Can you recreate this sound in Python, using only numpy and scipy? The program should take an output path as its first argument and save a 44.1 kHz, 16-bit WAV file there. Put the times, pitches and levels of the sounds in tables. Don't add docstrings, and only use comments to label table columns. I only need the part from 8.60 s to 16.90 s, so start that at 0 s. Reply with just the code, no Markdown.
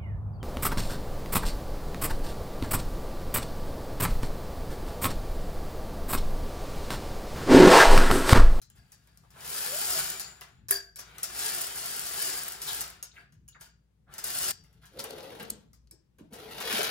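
import sys
import numpy as np
from scipy import signal
from scipy.fft import rfft, irfft, next_fast_len
from scipy.io import wavfile
from scipy.ndimage import uniform_filter1d

SR = 44100
rng = np.random.default_rng(int(sys.argv[2]) if len(sys.argv) > 2 else 0)


def file_out(sig):
    cols = np.atleast_2d(sig).T
    lim = np.clip(cols, -1, 1)
    pcm = np.round(lim * 32767).astype(np.int16)
    wavfile.write(sys.argv[1], SR, pcm)


N = 366030

# frequency in Hz, relative level in dB.
RUMBLE_TONE = [(20, -49), (32, -30), (45, -2.5), (60, -1), (85, -4), (125, -1.5), (165, -2.5), (230, -14.5),
               (400, -32), (900, -80.5)]
HISS_TONE = [(120, -24.5), (200, -16), (387, -17), (529, -19.5), (659, -27), (791, -26), (950, -27),
             (1160, -29), (3190, -33.5), (16000, -43.5)]
SWISH_TONE = [(410, -26.5), (700, 2.5), (1090, -5.5), (1400, 4), (2080, -0.5), (3500, 3), (4380, -1.5),
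              (7890, -10.5), (8650, -17), (9600, -6), (12200, -6), (15000, -6), (16000, -20)]
FOLD_TONE = [(70, -27), (130, -17), (220, -5.5), (290, -6.5), (390, -4.5), (450, 5), (520, -5.5),
             (660, -4.5), (1000, -12), (2000, -35.5)]
CREASE_TONE = [(300, -16), (900, -1), (2000, -3), (4500, 10), (7000, 1), (11000, -9), (16000, -9)]
TICK_TONE = [(1500, -29.5), (3000, -10.5), (5000, 5.5), (7000, 5), (9000, -0.5), (12000, 6), (16000, -1.5)]
KNOCK_TONE = [(120, -20.5), (350, -9), (900, -5.5), (1600, -3), (2300, -6.5), (3200, -6.5), (6000, -20.5)]
CRACK_TONE = [(200, -28), (400, -20.5), (900, -15), (1800, -3.5), (2800, -9), (5000, -5), (7000, 2.5),
              (9000, -3), (11000, 10), (12300, -5), (13400, 13), (14300, 4.5), (15200, 2), (16500, -13)]
SNAG_TONE = [(1500, -31), (4000, -13.5), (7000, -2), (9000, -1), (12000, 3), (15500, 2), (16500, -18)]
RUB_TONE = [(100, -21.5), (180, -10), (280, -10.5), (390, -0.5), (520, -6.5), (700, -1), (1050, -4.5),
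            (1400, 2), (1750, -2.5), (2300, -3), (3000, -5.5), (4000, -6.5), (5500, -27)]
CHATTER_TONE = [(1470, -31), (2500, -10.5), (2900, -1.5), (3720, -5), (4310, -1), (4840, 3), (6250, -1.5),
                (7300, 3.5), (8080, -2), (15600, -1), (16200, -29.5)]
ECHO_TONE = [(100, -5.5), (350, -4), (800, 5), (2000, 2), (6000, 3.5), (8000, -8), (11000, -9),
             (16000, -0.5)]
MIC_TONE = [(100, -1), (1000, 0.5), (4000, 0), (7000, -2), (8500, 7.5), (10500, 2.5), (13000, -3.5),
            (16000, -5)]

# (the time to drop 60 dB, or t60).
ECHO_FADE = [(150, 0.94), (530, 0.2), (1400, 0.37), (4000, 0.29), (7000, 0.31), (10000, 0.12),
             (16000, 0.11)]
# frequency in Hz, lead in radians.
LEFT_LEAD = [(0, 0), (400, 0), (1500, .6), (3700, 1.5), (6500, .8), (7400, 2.4), (8200, 3.1), (11000, 2.2),
             (15000, 1), (16000, .3)]
# frequency in Hz, left minus right in dB.
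LEFT_LOUDER = [(50, -3), (400, 2), (2000, 2), (4000, 3.5), (5400, 8), (6200, 4), (7200, 6), (8800, 0.5),
               (14000, 0)]

# pitch in Hz, level in dB, fade time in seconds.
RAIL_MODES = [(393, -19, 0.4), (687, -15, 0.35), (904, -17, 0.15), (1070, -11.5, 0.11), (1636, -10, 0.46),
              (1672, -4, 0.2), (1745, -3, 0.13), (1830, -5, 0.086), (2471, -24, 0.19), (3365, -20, .2),
              (4560, -15.5, 0.25), (4690, -1.5, 0.31), (4770, -5, 0.24), (5040, -10, 0.11),
              (5558, -16, 0.3), (6840, -17, 0.14), (8435, -25, 0.14), (10800, -22, 0.12)]
BOOM_MODES = [(392, -40, .36), (375, -49, .2)]
RAIL_AFTER_RING_MODES = [(4700, 0, .3), (5561, -3, 0.42), (5992, -2, 0.19), (8436, -10, .16),
                         (11900, -1, .15)]
HOOK_MODES = [(1450, -12, 0.18), (1630, -13, 0.08), (2820, 2, 0.035), (2820, -10, .035),
              (3060, -2.5, 0.078), (6595, 15, 0.045), (7000, -3, 0.086), (7200, -4, .035), (9550, 4, 0.041),
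              (10550, 9, .025), (15300, 1, .03)]
CREAK_MODES = [(4710, -1.5, .008), (5660, -10, .006), (6700, -4, 0.0039), (8350, 0, 0.005),
               (9750, 2, 0.0033), (11800, 5.5, 0.0073), (13900, 2, 0.0036)]

# time in seconds, pitch in Hz, level in dB.
HAND_RUB = [(6.32, 525, -69.5), (6.375, 535, -51.5), (6.55, 530, -51.5), (6.66, 530, -48), (6.8, 505, -64),
            (7.0, 490, -68)]
GLIDER_SQUEAK = [(1.075, 490, -57), (1.12, 530, -50), (1.143, 590, -43), (1.168, 640, -44),
                 (1.19, 700, -52), (1.26, 708, -51), (1.305, 720, -48), (1.34, 700, -60), (1.362, 650, -42),
                 (1.40, 640, -56)]
RAIL_SONG = [(1.0, 7300, -54), (1.15, 7250, -46), (1.4, 7170, -43), (1.6, 7000, -47.5), (1.72, 7140, -50.5),
             (1.8, 6960, -70), (2.0, 7138, -78)]

# start, rise, hold and fall in seconds, swish level in dB,
# growth in dB per second, extra level for the folds in dB.
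SWEEPS = [(5.933, 0.049, 0.21, 0.074, -75.5, -4, 3.5), (6.2, 0.022, 0.019, 0.29, -63.5, -7, -19),
          (6.284, 0.11, 0.41, 0.33, -53.5, -3.5, 11), (7.572, 0.014, 0.055, 0.11, -78, -40, 14.5),
          (7.698, 0.013, 0.039, 0.067, -73, 0, 20), (7.716, 0.01, 0.4, 0.16, -55.5, 20, 8),
          (7.747, 0.39, .17, .1, -33, -6, -5)]
# start in seconds, level in dB, pitch in Hz.
CLOTH_BUMPS = [(6.796, -40, 205), (6.841, -49, 199), (6.915, -42, 218), (7.05, -56.5, 169.6),
               (7.32, -55, 329), (7.591, -49.5, 300), (7.6, -57, 468), (7.605, -47.5, 205),
               (7.714, -45.5, 228), (8.132, -38.5, 217), (8.185, -30.5, 460)]
# start in seconds, level in dB.
CREASE_POPS = [(6.379, -64), (6.388, -42), (6.3927, -33), (6.401, -31), (6.57, -58), (6.6053, -44.5),
               (6.6776, -60), (6.7524, -67), (6.7956, -50), (6.798, -45), (6.851, -46), (7.272, -60.5)]
# start and length in seconds, slips per second,
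# level in dB, brightest frequency in Hz.
CREAKS = [(6.435, 0.0095, 1300, -45, 12500), (6.505, 0.0061, 1300, -39.5, 5400),
          (6.626, 0.01, 1700, -51, 5000), (6.826, 0.0075, 1300, -46, 11500),
          (6.9003, 0.0054, 1170, -29.5, 7900)]
# start in seconds, level in dB, brightness in dB per octave, pitch ratio.
HOOK_PINGS = [(.0167, -70, 8.5, 0.62), (.1016, -66.5, -4, 1.12), (4.427, -49.5, 1, 1),
              (4.432, -65, -2, 1.25), (4.723, -71, -3, 0.98), (4.880, -67, 9, 1), (4.886, -60.5, 0, 1.03),
              (5.061, -68, -8, 1), (6.903, -54.5, -3, 1.1), (7.1325, -72.5, -4, 0.74),
              (7.312, -66, 6, 0.81)]
# start in seconds, level in dB, brightness in dB per octave.
RAIL_BLOWS = [(0.165, -60, -1), (0.32, -59, 1), (.485, -67, 0), (1.60, -50, 2), (2.1098, -28.5, 0),
              (2.135, -29.5, 7), (2.39, -51, 0), (2.633, -47, 7), (4.58, -61, -3), (5.02, -59, 1),
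              (5.905, -48, 4), (7.135, -75, 4), (7.312, -70, 3)]
RAIL_AFTER_RING = [(5.917, -53, 0)]
# start and length in seconds, first and last pitch in Hz, level in dB.
SCRAPES = [(0.629, 0.031, 967, 800, -65), (0.73, 0.13, 1200, 953, -57.5), (1.626, 0.05, 4730, 4660, -51),
           (4.064, 0.062, 4110, 3450, -39), (4.513, 0.0087, 3210, 4170, -58),
           (4.559, 0.031, 2523, 1583, -49), (4.926, 0.0093, 3480, 4270, -61),
           (4.943, 0.03, 1992, 1347, -54), (5.462, 0.075, 1100, 1384, -62), (6.229, 0.03, 1405, 1476, -59),
           (6.257, .06, 1500, 1410, -78)]
# start in seconds, tick and knock levels in dB,
# extra level for the opening snap in dB.
TAPS = [(0.017, -42.5, -57.5, 3), (0.101, -60, -62.5, 18), (0.3196, -40.5, -56, 2),
        (0.473, -60, -58.5, 12.5), (0.574, -59.5, -70, 18), (.705, -51, -68, 7.5), (0.807, -38.5, -47, 5),
        (.847, -29.5, -42, 1), (1.597, -24, -46, 5.5), (1.8107, -37.5, -38.5, 6.5), (2.0847, -26, -44, -1),
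        (2.3588, -32.5, -51, 2), (2.386, -26.5, -42.5, -12), (2.583, -36, -43, 9.5), (2.629, -18, -52, -15),
        (2.635, -29, -38, -12), (3.01, -24, -62, 2), (3.176, -32, -43, 7), (3.468, -23, -53, 2),
        (3.619, -29, -59, 10), (3.92, -32, -58, 6), (4.018, -24.5, -39.5, 1.5), (4.082, -27, -39, 2),
        (4.208, -24, -37, 9), (4.427, -31.5, -46, 7.5), (4.724, -58.5, -63, 9), (4.88, -45, -76, -4),
        (5.01, -37.5, -46.5, 2.5), (5.539, -40.5, -47, 11.5), (5.582, -28, -41, 2), (5.64, -24.5, -44, 4),
        (6.039, -58, -59.5, 12), (6.129, -59.5, -66, 4), (6.255, -44, -71, 0), (6.392, -27.5, -37.5, 2),
        (6.44, -36.5, -36.5, 10), (6.797, -47, -34, 3), (6.83, -47, -50, 5), (7.1322, -49.5, -65, 3),
        (7.311, -48, -68, 8.5), (7.585, -56, -54, 5.5), (7.714, -60, -64, -5), (7.734, -34.5, -44, -2),
        (8.003, -27.5, -31.5, 4), (8.127, -24, -32, 6), (8.183, -21, -43, 3), (8.231, -23, -53, 7)]
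# start in seconds, level in dB, fade in seconds.
STOP_HITS = [(2.1075, -25, .03), (2.1095, -5.5, .009), (2.112, -19, .04), (2.113, -23, .13),
             (2.12, -35, .27), (2.128, -27, .04), (2.141, -28, .03), (2.155, -29, .03), (2.167, -32, .03)]
# start in seconds, level in dB.
SNAGS = [(.877, -31.5), (.9026, -26), (.9455, -32), (.9814, -31), (1.397, -22), (1.501, -22.5),
         (2.632, -21), (2.7921, -27.5), (2.9822, -26), (3.016, -23), (3.07, -28), (3.1598, -29),
         (3.2591, -26), (3.3948, -24), (3.5918, -26), (3.624, -22.5), (3.8343, -28), (3.8811, -28),
         (3.8861, -29.5), (3.922, -30.5), (4.132, -25), (4.147, -25), (4.214, -23.5), (4.279, -38),
         (4.302, -35), (5.643, -23.5), (6.442, -31)]
# start, rise, hold and fall in seconds, chatter level in dB,
# growth in dB per second, extra rubbing in dB.
TUGS = [(0.092, 0.11, 0.53, .1, -73.5, -1, -6.5), (0.13, 0.036, 0.013, 0.045, -63, 3, -7),
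        (0.701, 0.24, 0.43, 0.44, -37.5, 14, 1), (1.79, 0.018, 0.011, 0.25, -65, -6.5, -2),
        (2.354, 0.038, 0.45, .1, -64, -24, 5.5), (2.537, 0.32, 0.2, 0.23, -32.5, -24.5, 0.5),
        (3.029, 0.15, 0.52, 0.13, -38, 0.5, -0.5), (3.425, 0.19, 0.17, 0.4, -33.5, -21, 0),
        (3.927, 0.16, 0.075, 0.25, -37, -4, 0.5), (4.524, 0.021, 0.058, 0.083, -68.5, 0, 1.5),
        (4.992, 0.015, 0.052, 0.068, -58.5, -28, -8), (5.478, 0.061, 0.1, .02, -58, 49, 3),
        (5.624, 0.027, 0.26, 0.0048, -37, 29, -0.5)]
FIZZ = (0.73, 0.23, 0.36, 0.32, -42.5, 11)

FULL_CHATTER_DB = -32
AIR_SIDES_DB = [[1.6], [-1.8]]


def amp(db):
    return 10 ** (np.asarray(db) / 20)


def unit(x):
    return x / np.sqrt(np.mean(x ** 2) + 1e-20)


def read(points, hz):
    f, value = np.transpose(points)
    return np.interp(np.log(hz + 1), np.log(f + 1), value)


def add(mix, s, sound):
    part = mix[max(round(s * SR), 0):][:len(sound)]
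    part += sound[:len(part)]


def colour(x, tone, size=4096):
    hz = abs(np.fft.fftfreq(size, 1 / SR))
    log_gain = np.log(amp(np.maximum(read(tone, hz), -100)))
    taps = np.fft.ifft(np.exp(np.conj(signal.hilbert(log_gain)))).real[:size // 2]
    return signal.oaconvolve(x, taps / np.linalg.norm(taps))[:len(x)]


def wander(rate_hz):
    hz = np.fft.rfftfreq(N, 1 / SR)
    return unit(irfft(rfft(rng.standard_normal(N)) / (1 + (hz / rate_hz) ** 4), N))


def level(curve):
    t = np.arange(N) / SR
    s, _, db = np.transpose(curve)
    return amp(np.interp(t, s, db)) * (t >= s[0]) * (t <= s[-1])


def grains(per_s, spread_db):
    size = amp(spread_db * np.minimum(rng.exponential(1, N), 4))
    return unit(size * rng.choice([-1, 1], N) * (rng.random(N) < per_s / SR))


def burst(t60, rise_s=0):
    t = np.arange(SR // 2) / SR
    swell = 1 - np.exp(-(t + 1 / SR) / max(rise_s, 1 / SR))
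    return rng.standard_normal(len(t)) * swell * np.exp(-np.log(1000) * t / max(t60, 1 / SR))


def whistle(curve, width_hz):
    s, hz, _ = np.transpose(curve)
    phase = 2 * np.pi * np.cumsum(np.interp(np.arange(N) / SR, s, hz)) / SR
    return level(curve) * unit(wander(width_hz) * np.cos(phase) + wander(width_hz) * np.sin(phase))


def ring(modes):
    t = np.arange(SR // 2) / SR
    return sum(amp(db) * np.exp(-np.log(1000) * t / t60) * np.sin(2 * np.pi * hz * t)
               for hz, db, t60 in modes)


def strike(modes, brightness, ratio=1, spread_db=1.3, detune=.003):
    hz, db, t60 = np.transpose(modes)
    louder, sharper = rng.standard_normal((2, len(modes)))
    db = db + brightness * np.log2(hz / 4700) + spread_db * louder
    return ring(zip(hz * ratio * (1 + detune * sharper), db, t60))


def strikes(rows, modes, rise_s=0):
    out = np.zeros(N)
    for s, db, *touch in rows:
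        sound = strike(modes, *touch)
        swell = np.minimum(np.arange(1, len(sound) + 1) / max(rise_s * SR, 1), 1)
        add(out, s, amp(db) * swell * sound)
    return out


def stroke(start, rise, hold, fall, db, db_per_s, depth_db=37.5):
    t = np.arange(N) / SR - start - rise
    slack = np.maximum(-t / max(rise, 1 / SR), 0) + np.maximum((t - hold) / max(fall, 1 / SR), 0)
    drop_db = depth_db * np.minimum(slack, 10) ** 1.43
    return (t > -rise) * amp(db + db_per_s * np.clip(t, 0, hold) - drop_db)


def together(gains):
    return np.sqrt(sum(gain ** 2 for gain in gains))


def reflections(per_s=6000):
    t = np.arange(SR // 2) / SR
    taps = rng.standard_normal((2, len(t))) * (rng.random((2, len(t))) < per_s / SR) * (t > .001)
    hz, at, bands = signal.stft(taps * (1 + 2 * np.exp(-t / 0.0022)), SR, nperseg=256)
    bands = bands * np.exp(-np.log(1000) * at / read(ECHO_FADE, hz)[:, None])
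    energy = uniform_filter1d((abs(bands) ** 2).sum(2), size=3, axis=1)
    tail = signal.istft(bands / np.sqrt(energy)[..., None], SR, nperseg=256)[1]
    return tail / np.linalg.norm(tail, axis=1, keepdims=True)


def room(x, echo_db=0, places=4):
    shares = np.array([wander(rate_hz=8.66) for _ in range(places)])
    shares /= np.linalg.norm(shares, axis=0)
    echoes = sum(signal.oaconvolve((x * share)[None], reflections(), axes=1)[:, :N] for share in shares)
    size = next_fast_len(N + SR // 10)
    hz = np.fft.rfftfreq(size, 1 / SR)
    direct = rfft(x, size) * np.exp(-1j * np.outer([0, 1], read(LEFT_LEAD, hz)))
    wet = amp(read(ECHO_TONE, hz) + echo_db)
    mics = amp(read(MIC_TONE, hz) + np.outer([.5, -.5], read(LEFT_LOUDER, hz)))
    return irfft(mics * (direct + wet * rfft(echoes, size)) / np.sqrt(1 + wet ** 2), size)[:, :N]


def ventilation(sway_db=5, drone_hz=58):
    shared, left, right = (colour(rng.standard_normal(N), RUMBLE_TONE) for _ in range(3))
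    rumble = amp(-69 + sway_db * wander(rate_hz=2.8)) * (shared + 0.39 * np.array([left, right]))
    drone = whistle([(0, drone_hz, -69), (N / SR, drone_hz, -69)], width_hz=2.6)
    hiss = amp(-79.5) * np.array([colour(rng.standard_normal(N), HISS_TONE) for _ in range(2)])
    return (rumble + drone + hiss) * amp(AIR_SIDES_DB)


def draught():
    sliding, sweeping = (together(stroke(*shape) for *shape, _ in table) for table in (TUGS, SWEEPS))
    movement = amp(-26) * sliding + sweeping
    swell = (movement / movement.max()) ** 0.14
    return amp(-58.5) * swell * colour(rng.standard_normal(N), RUMBLE_TONE) * amp(AIR_SIDES_DB)


def hand_rub():
    return whistle(HAND_RUB, width_hz=38)


def creases():
    pops = np.zeros(N)
    for s, db in CREASE_POPS:
        add(pops, s, amp(db) * burst(t60=0.028))
    return colour(pops, CREASE_TONE)


def cloth():
    strokes = [(stroke(*sweep), flap_db) for *sweep, flap_db in SWEEPS]
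    swish = together(gain for gain, _ in strokes)
    flap = together(gain * amp(flap_db) for gain, flap_db in strokes)
    crackle = unit(signal.oaconvolve(grains(per_s=70, spread_db=2), burst(t60=.006))[:N])
    weave = grains(per_s=7000, spread_db=5) * amp(2.8 * wander(rate_hz=41))
    fibres = (weave + amp(-9.5) * crackle) * swish
    folds = rng.standard_normal(N) * amp(0.34 * wander(rate_hz=35)) * flap
    out = amp(0.4) * colour(fibres, SWISH_TONE) + amp(-4.5) * colour(folds, FOLD_TONE)
    for s, db, hz in CLOTH_BUMPS:
        tone = [(hz / 3, -30), (hz * .75, -11), (hz, 0), (hz * 1.3, -11), (hz * 3, -30), (hz * 12, -60)]
        add(out, s, amp(db) * colour(burst(t60=0.18, rise_s=0.0023), tone))
    return out


def creaks(unevenness=.12):
    out, hook = np.zeros(N), ring(CREAK_MODES)
    for s, length, slip_hz, db, hz in CREAKS:
        slips = np.arange(max(length * slip_hz, 2))
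        at = (slips + unevenness * rng.standard_normal(40)[:len(slips)] + .5) / slip_hz
        push = np.sqrt(np.sin(np.pi * (slips + .5) / len(slips)))
        pulses = push @ np.sinc(np.arange(SR // 10) - at[:, None] * SR) * np.sqrt(SR / slip_hz)
        creak = signal.oaconvolve(pulses, hook / np.linalg.norm(hook))
        tone = [(hz / 10, -35), (hz / 2, -9.5), (hz, 0), (hz * 2, -9.5)]
        add(out, s, amp(db) * colour(creak, tone))
    return out


def hook_pings():
    return strikes(HOOK_PINGS, HOOK_MODES)


def rail(push):
    sound = ring(RAIL_MODES)
    return signal.oaconvolve(push, sound / np.linalg.norm(sound))[:N]


def rail_blows():
    buzz = unit(1 + .6 * wander(rate_hz=110))
    blows = strikes(RAIL_BLOWS, RAIL_MODES, rise_s=0.0096)
    return buzz * (blows + strikes(RAIL_AFTER_RING, RAIL_AFTER_RING_MODES))


def rail_boom():
    out = np.zeros(N)
    add(out, STOP_HITS[0][0], ring(BOOM_MODES))
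    return out


def squeak(wobble=.012, flutter_db=2.5):
    s, hz, _ = np.transpose(GLIDER_SQUEAK)
    pitch = np.interp(np.arange(N) / SR, s, hz) * (1 + wobble * wander(rate_hz=21))
    tone = np.sin(2 * np.pi * np.cumsum(pitch) / SR)
    return level(GLIDER_SQUEAK) * unit(amp(flutter_db * wander(rate_hz=93)) * tone)


def scrapes(width_hz=620):
    out, rough = np.zeros(N), wander(width_hz) + 1j * wander(width_hz)
    for s, length, first_hz, last_hz, db in SCRAPES:
        hz = np.linspace(first_hz, last_hz, max(round(length * SR), 2))
        band = (rough[round(s * SR):][:len(hz)] * np.exp(2j * np.pi * np.cumsum(hz) / SR)).real
        add(out, s, amp(db) * unit(band) * signal.windows.tukey(len(hz), .5))
    return out + amp(-16) * rail(out)


def glider_taps(fade_s=0.088):
    ticks, knocks, snaps = np.zeros((3, N))
    for s, tick_db, knock_db, snap_db in TAPS:
        rattle = burst(fade_s, rise_s=0.0063) + amp(9) * burst(t60=0.0057, rise_s=0.0047)
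        add(ticks, s, amp(tick_db) * rattle)
        add(knocks, s, amp(knock_db) * burst(fade_s, rise_s=0.0033))
        add(snaps, s, amp(tick_db + snap_db) * burst(t60=0.0084))
    ticks = ticks * unit(amp(2 * wander(rate_hz=190))) + snaps
    tapping = amp(-3) * colour(ticks, TICK_TONE) + colour(knocks, KNOCK_TONE)
    return tapping + amp(-25.5) * rail(ticks + knocks)


def hard_stop():
    rattle = np.zeros(N)
    for s, db, t60 in STOP_HITS:
        add(rattle, s, amp(db) * burst(t60))
    return amp(-1.5) * colour(rattle, CRACK_TONE)


def snags(fade_s=.014):
    jumps = np.zeros(N)
    for s, db in SNAGS:
        add(jumps, s, amp(db) * burst(fade_s))
    speed = together(stroke(*shape) for *shape, _ in TUGS) / amp(FULL_CHATTER_DB)
    catches = signal.oaconvolve(grains(per_s=70, spread_db=1.5) ** 2, burst(fade_s) ** 2)[:N]
    small = amp(-38.5) * unit(np.sqrt(abs(catches)) * rng.standard_normal(N)) * speed ** 1.15
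    fizz = grains(per_s=8300, spread_db=2) * unit(amp(3 * wander(rate_hz=200))) * stroke(*FIZZ)
    return colour(jumps + small + fizz, SNAG_TONE)


def sliding_gliders(rub_db=-43.5):
    strokes = [(stroke(*tug), drag_db) for *tug, drag_db in TUGS]
    chatter = together(gain for gain, _ in strokes)
    rub = together(amp(rub_db + drag_db) * (gain / amp(FULL_CHATTER_DB)) ** 0.59
                   for gain, drag_db in strokes)
    jerk = amp(wander(rate_hz=40))
    clumps = grains(per_s=7000, spread_db=3.5) * unit(amp(0.69 * wander(rate_hz=460)))
    ticks = clumps * jerk * chatter
    rubbing = grains(per_s=3500, spread_db=3) * jerk * rub
    sliding = colour(ticks, CHATTER_TONE) + amp(1.53) * colour(rubbing, RUB_TONE)
    return sliding + amp(-14.5) * rail(ticks) + whistle(RAIL_SONG, width_hz=190)


def scene(cut_s=5.92):
    handling = room(scrapes() + glider_taps() + hook_pings() + cloth())
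    crack = room(hard_stop(), echo_db=-2, places=1)
    near = room(creaks() + creases() + squeak() + rail_boom() + hand_rub(), echo_db=-8, places=1)
    ringing = room(rail_blows(), echo_db=-8)
    cut = amp(np.interp(np.arange(N) / SR, [cut_s - .002, cut_s], [0, -14]))
    sliding = cut * room(sliding_gliders())
    snagging = room(snags(), echo_db=-3.5, places=2)
    return sliding + snagging + handling + crack + near + ringing + draught() + ventilation()


def record(dry):
    low_pass = signal.firwin(301, 16150, window=("kaiser", 9), fs=SR)
    return signal.oaconvolve(dry, low_pass[None], "same")


dry = scene()
out = record(dry)
file_out(out)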